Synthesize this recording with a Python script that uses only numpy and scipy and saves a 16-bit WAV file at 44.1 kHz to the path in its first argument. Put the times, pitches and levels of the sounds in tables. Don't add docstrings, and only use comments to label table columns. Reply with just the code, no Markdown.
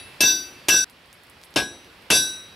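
import sys
import numpy as np
from scipy import signal
from scipy.io import wavfile
from scipy.ndimage import uniform_filter1d

SR = 44100
rng = np.random.default_rng(int(sys.argv[2]) if len(sys.argv) > 2 else 0)


def decibels_to_gain(level_db):
    exponent = np.asarray(level_db, float) / 20
    return 10 ** exponent


def generate_wav(signal):
    frames = np.transpose(np.atleast_2d(signal))
    scaled = np.clip(frames, -1, 1) * 32767
    pcm = np.round(scaled).astype(np.int16)
    wavfile.write(sys.argv[1], SR, pcm)


N = 112455
CUT_S = 0.8437

# f/Hz, level/dB per Hz
AIR_SPECTRUM = [(25, 2), (85, 2.5), (900, -3), (2600, -2.5), (5200, -10.5), (6300, -21), (11500, -20.5),
                (15750, -29), (16000, -65)]
# t/s, level/dB
AIR_LEVEL = [(0, -43), (.6, -45), (.843, -47.5), (.846, -50), (1.3, -48.5), (1.9, -47), (2.55, -46)]
# f/Hz, likeness/0-1
AIR_SAME = [(60, 1.0), (180, 0.99), (550, 0.88), (1650, 0.5), (4970, 0.61), (15000, 1)]
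# f/Hz, level/dB
AIR_LEAN = [(300, 0.4), (1650, -2), (4970, -3.5), (8000, -0.2)]

# t/s, level/dB, f/Hz, scuff level/dB
TICKS = [(0.898, -21.5, 4600, -17.5), (1.058, -31.5, 4000, -19), (1.129, -20, 6000, -18),
         (1.236, -25, 10600, -22), (1.269, -29, 9000, -24), (1.2982, -22, 9600, -18),
         (1.3577, -49, 4000, -25), (1.415, -24, 4000, -29), (1.432, -25, 6900, -18),
         (1.437, -16, 4650, -30), (1.444, -33.5, 11000, -6), (1.506, -44, 10900, -2),
         (1.5408, -17, 4620, -28), (1.846, -23.5, 2980, -27), (2.0208, -34, 9050, -12)]
TICK_DB, SNAP_DAMP = -11.5, 1.4
SCUFF_HZ, SCUFF_NARROW_DB, SCUFF_T60_S = 11000, 31, 0.1

# t/s, crash level/dB, thump level/dB, ring t60 factor/1, crash length factor/1
BLOWS = [
    (0, -52, -71, 0.89, 0.86),
    (.2052, -5.5, -13, 1.123, 1.3),
    (.6838, -5, -15.5, 1.26, 1.03),
    (1.5595, -14, -16.5, 0.84, 1.1),
    (2.1018, -6, -13, 0.98, 1.03),
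]
# t/s, crash level/dB, thump level/dB
BOUNCES = [
    (0.232, -12, -19),
    (0.7385, -21, -23.5),
    (1.583, -21.5, -56),
    (2.134, -36, -41),
]
BOUNCE_TILT_DB, BOUNCE_LONG = -6.5, 0.3

# f/Hz, level/dB, t60/s
STUMP = [(88.6, -4, 0.22), (150.6, -0.5, 0.14), (226.7, -4, 0.26), (283, -6.5, 0.53), (342.6, -4, 0.41),
         (361.5, -17.5, 0.94), (440.6, 3, 0.17), (633, 12.5, 0.041), (733, -3, 0.25), (1003, -2, 0.25)]
THUMP_RISE_S = 0.0022
THUD_HZ, THUD_LAG_S, THUD_DB = 318, 0.00078, 10.5

# f/Hz, level/dB per Hz
CRASH_SPECTRUM = [(35, -49.5), (60, -22.5), (318, -9), (1900, -11), (2640, -0.5), (3180, -4),
                  (11900, -12.5), (15400, -28), (16500, -55)]
# f/Hz, t60/s
CRASH_T60 = [(80, 0.39), (400, 0.29), (1500, 0.12), (4000, 0.16), (9000, 0.11), (16000, 0.13)]
CRASH_TILT_DB = [-2, 2, 0.1, -3.5, -0.96]
CRASH_RISE_S, CRASH_SAME, CRASH_LEAN_DB = 0.0022, 0.95, 4
YARD_DB, YARD_LONG = -29.5, 5.1

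# f/Hz, t60/s, then level/dB in each of the four heard blows
CLINKS = [(2643, 0.11, 2, -16, -27, -0.5), (2980, 0.043, -32, -30, -7, -37),
          (3770, 0.056, -28, -30, -11, -22), (6200, .15, -30, -36.5, -52, -16),
          (8200, 0.14, -16, -24, -31, -18), (8730, 0.25, -19.5, -24, -33, -16),
          (8970, .09, -3, -17, -33, -24), (11900, 0.15, -8, -9, -43, -26)]
CLINK_RISE_S, RING_RISE_S = 0.0061, 0.036

# f/Hz; the hammer list also repeats the anvil's 2651 and 2665
# Hz modes, heard there mainly in the first hard blow
HAMMER_HZ = [2641, 2649, 2665, 2651, 4634.2]
ANVIL_HZ = [1535, 1648, 2651, 2665, 3448, 3569, 3843, 4639, 5324, 5814.5, 5826, 5845, 5863.5, 6330]
TOOL_HZ = [7022, 7641, 7942, 8741, 8549, 9994, 10534, 11037, 11555, 12026, 12546, 13274, 14180, 15354]
# t60 before the change/s, t60 after/s, left over
# right/dB; close modes near 2650 Hz throb against each other in pairs
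HAMMER_DECAY = [(0.9, 0.52, 3.2), (.17, .25, 6), (.17, .2, 6), (.9, .6, 3.2), (1.3, .7, 3)]
ANVIL_DECAY = [(0.41, 0.52, 2), (0.16, 0.33, 2), (0.73, 0.76, -6), (0.13, 0.16, 6), (0.3, 0.33, -6.5),
               (0.29, 0.22, -1), (0.33, 0.7, 1), (0.39, 0.3, 3.5), (0.2, 0.26, 4), (0.27, 0.52, -2.5),
               (0.5, 0.23, 6.5), (0.3, 0.58, 1.7), (0.34, 0.44, 3), (0.24, 0.21, 5.5)]
TOOL_DECAY = [(0.51, 0.63, 0), (0.23, 0.17, -7), (0.36, 0.52, -5), (0.37, 0.37, 9), (0.31, 0.24, -8),
              (0.53, 0.52, 4), (0.2, 0.21, -6), (0.091, 0.35, 5), (0.15, 0.29, 0.5), (0.42, .3, 4.5),
              (0.4, 0.48, 4.5), (0.22, 0.31, -1), (0.35, 0.37, 1), (0.34, 0.57, 2)]
HAMMER_DB = [(-42.5, -34, -28, -52, -29), (-70, 2, -24, -50, -30), (-70, 2, -70, -70, -70),
             (-70, -34, -70, -70, -33), (-60, -40, -44, -60, -38)]
ANVIL_DB = [(-73, -12.5, -8.5, -12, -13.5), (-57, -0.5, 0.5, -9.5, -15.5), (-56, -75, -59, -59, -44),
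            (-49, -73, 7.5, -44, 2), (-55, -21, -18.5, -26, -13.5), (-65, -3.5, -11, -9.5, -2),
            (-40.5, -4.5, -10, -24, -11), (-48.5, -8, -13.5, -37, -4.5), (-60, -6, -3.5, -13, -5),
            (-54, 0, 2, -50, -9), (-80, -42, -53.5, -50, -52), (-50.5, -53, -40, -25, -22),
            (-75, 3, 1, -30.5, -6.5), (-83, -7, -27, -35, -5.5)]
TOOL_DB = [(-81, -35, -37, -51, -65), (-81, -18, -13, -50, -3), (-59, -21, -15.5, -27, -17),
           (-85, -33, -44, -43, -17), (-84, -46, -43, -50, -22), (-41.5, -24, -21, -32, -14.5),
           (-71, -33, -13, -27, -3), (-71, -13, -5, -47, -26), (-88, -12, -10, -26, -9.5),
           (-66, -18.5, -25, -52, -47), (-61, -61, -32, -51, -26.5), (-67, -14, -20, -39, -32),
           (-77, -40, -62, -60, -45), (-86, -71, -37, -55, -28.5)]
TURNED = [1.01, 1.01, 0.93, 1.1, 1.01, .55, .95, 1.01, 1.01, 0.87, .8, 0.88, 0.46, .9, 1.01, 0.96, 1.05,
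          1.01, 0.83, 0.8, 1.01, 0.9, 0.9, 0.88, 1.17, 1.01, 0.87, 0.84, 1.01, 1.01, 1.01, 1.01, 1.01]
RING_TUNING = [1, 1, 1, 1.0006, 1.0002]
RING_LAG_S = [0, .013, -.0035, .001, .004]
ROCK_HZ, ROCK_TURNS, ROCK_S, ROCK_WIDTH_S = 5814.5, 1.04, 0.118, 0.035

LIMIT_DB, SQUEEZE, RELEASE_DB_PER_S, SENSE_S = -12, 0.91, 314, 0.013
EDGE_HZ = 16300


def read(points, hz):
    f, v = np.transpose(points)
    return np.interp(np.log(hz + 1), np.log(f + 1), v)


def evened(x):
    return x / np.sqrt(np.mean(x ** 2) + 1e-20)


def add(mix, s, sound):
    end = round(CUT_S * SR) if s < CUT_S else N
    part = mix[:, round(s * SR):end][:, :sound.shape[1]]
    part += sound[:, :part.shape[1]]


def noise(n, size, shape, same, lean_db, patchy_db):
    hop = size // 4
    hz = np.fft.rfftfreq(size, 1 / SR)[:, None]
    t = np.arange(n // hop + 5)[None] * hop / SR
    a, b, c, d, patches = rng.standard_normal((t.size, hz.size, 5)).T
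    patches = uniform_filter1d(uniform_filter1d(patches, size=8, axis=0), size=8, axis=1)
    likeness, lean = np.clip(same(hz), -1, 1), lean_db(hz) / 2
    shared = a + 1j * b
    right = likeness * shared + np.sqrt(1 - likeness ** 2) * (c + 1j * d)
    z = np.array([shared * decibels_to_gain(lean), right * decibels_to_gain(-lean)])
    z = z * decibels_to_gain(shape(hz, t) + patchy_db * evened(patches))
    return signal.istft(z, nperseg=size, noverlap=size - hop)[1][:, :n]


def air():
    def shape(f, u):
        return read(AIR_SPECTRUM, f) + 0 * u
    x = noise(N, 1024, shape, lambda f: read(AIR_SAME, f), lambda f: read(AIR_LEAN, f), 0.7)
    return evened(x) * decibels_to_gain(np.interp(np.arange(N) / SR, *np.transpose(AIR_LEVEL)))


def scale_tick(db, hz, scuff_db):
    t = np.arange(3000) / SR
    snap = np.sin(2 * np.pi * hz * t) * np.exp(-SNAP_DAMP * t * hz) * 2 - 0.5 * (t == 0)

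    def shape(f, u):
        hump = -SCUFF_NARROW_DB * np.log2((f + 1) / SCUFF_HZ) ** 2
        return hump - 14 * (f / 15000) ** 8 - 60 * u / SCUFF_T60_S
    scuff = noise(len(t), 128, shape, lambda f: 0.99 + 0 * f, lambda f: 0 * f, 2.5)
    return decibels_to_gain(db + TICK_DB) * (snap + decibels_to_gain(scuff_db) * scuff / np.std(scuff[:, :200]))


def stump_thump(long, t):
    wobbles = uniform_filter1d(rng.standard_normal((len(STUMP), len(t))), size=900, axis=1) * 30
    thump = 0
    for (hz, db, t60), wobble in zip(STUMP, wobbles):
        swing = np.sin(2 * np.pi * hz * t + 0.45 * wobble)
        thump = thump + decibels_to_gain(db - 60 * t / (long * t60)) * (1 + 0.12 * wobble) * swing
    cycles = np.maximum(t - THUD_LAG_S, 0) * THUD_HZ
    thud = decibels_to_gain(THUD_DB) * np.sin(2 * np.pi * cycles) * cycles * np.exp(-cycles) * np.e
    return (thud + thump * (1 - np.exp(-t / THUMP_RISE_S))) / 3


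def crash(long, tilt_db, t):
    def shape(f, u):
        fall_db = -60 * u / (long * read(CRASH_T60, f))
        with_yard = decibels_to_gain(fall_db) + decibels_to_gain(YARD_DB + fall_db / YARD_LONG)
        return read(CRASH_SPECTRUM, f) + tilt_db * np.log2(f / 1000 + 1) + 20 * np.log10(with_yard)

    def same(f):
        return 1 - (1 - CRASH_SAME) * np.minimum(f / 1500, 1)

    def lean_db(f):
        return CRASH_LEAN_DB * (f > 400) * (f < 6000)
    x = noise(len(t), 256, shape, same, lean_db, 2.76)
    return x / np.std(x[:, :400]) * np.minimum(t / CRASH_RISE_S, 1)


def knock(crash_db, thump_db, long, tilt_db, t):
    return decibels_to_gain(crash_db) * crash(long, tilt_db, t) + decibels_to_gain(thump_db) * stump_thump(long, t)


def clinks(k, t):
    total = 0
    for row in CLINKS:
        total = total + decibels_to_gain(row[k + 1] - 60 * t / row[1]) * np.sin(2 * np.pi * row[0] * t)
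    return total * (1 - np.exp(-t / CLINK_RISE_S))


def ring(k, damp, t):
    base = np.array(HAMMER_HZ + ANVIL_HZ + TOOL_HZ)[:, None]
    before, after, lean = np.array(HAMMER_DECAY + ANVIL_DECAY + TOOL_DECAY).T
    t60 = after if BLOWS[k][0] > CUT_S else before
    if k == 3:
        t60 = t60 * np.array(TURNED)
    t60 = damp * t60[:, None]
    db = np.array(HAMMER_DB + ANVIL_DB + TOOL_DB)[:, k, None]
    turns = base * RING_TUNING[k] * (t - RING_LAG_S[k])
    if k == 4:
        turns = turns + (base == ROCK_HZ) * ROCK_TURNS * (1 + np.tanh((t - ROCK_S) / ROCK_WIDTH_S)) / 2
    sign = (-1.) ** np.arange(len(base))[:, None]
    modes = sign * decibels_to_gain(db - 60 * t / t60) * np.sin(2 * np.pi * turns)
    out = decibels_to_gain(np.array([lean, -lean]) / 2) @ modes
    if k == 0:
        return out
    return out * (1 - np.exp(-t / RING_RISE_S)) + clinks(k, t)


def scene():
    mix = air()
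    t = np.arange(30000) / SR
    for k, (s, crash_db, thump_db, damp, long) in enumerate(BLOWS):
        add(mix, s, ring(k, damp, t) + knock(crash_db, thump_db, long, CRASH_TILT_DB[k], t))
    for s, crash_db, thump_db in BOUNCES:
        add(mix, s, knock(crash_db, thump_db, BOUNCE_LONG, BOUNCE_TILT_DB, t))
    for s, db, hz, scuff_db in TICKS:
        add(mix, s, scale_tick(db, hz, scuff_db))
    return mix


def top_cut(x):
    return signal.sosfilt(signal.butter(12, 16800, fs=SR, output="sos"), x)


def record(dry):
    n = max(round(SENSE_S * SR), 2)
    power_db = 10 * np.log10(abs(uniform_filter1d((dry ** 2).mean(0), n)) + 1e-12)
    fall = np.arange(N) * RELEASE_DB_PER_S / SR
    held_db = np.maximum.accumulate(power_db + fall) - fall
    over_db = np.maximum(held_db - LIMIT_DB, 0)
    x = dry / decibels_to_gain(SQUEEZE * uniform_filter1d(over_db, size=60))
    x = 0.71 * np.tanh(x / 0.93)
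    x = signal.sosfilt(signal.butter(3, 55, "high", fs=SR, output="sos"), x)
    x = signal.sosfilt(signal.ellip(8, 0.2, 60, EDGE_HZ, fs=SR, output="sos"), x)
    return top_cut(x)


dry = scene()
out = record(dry)
generate_wav(out)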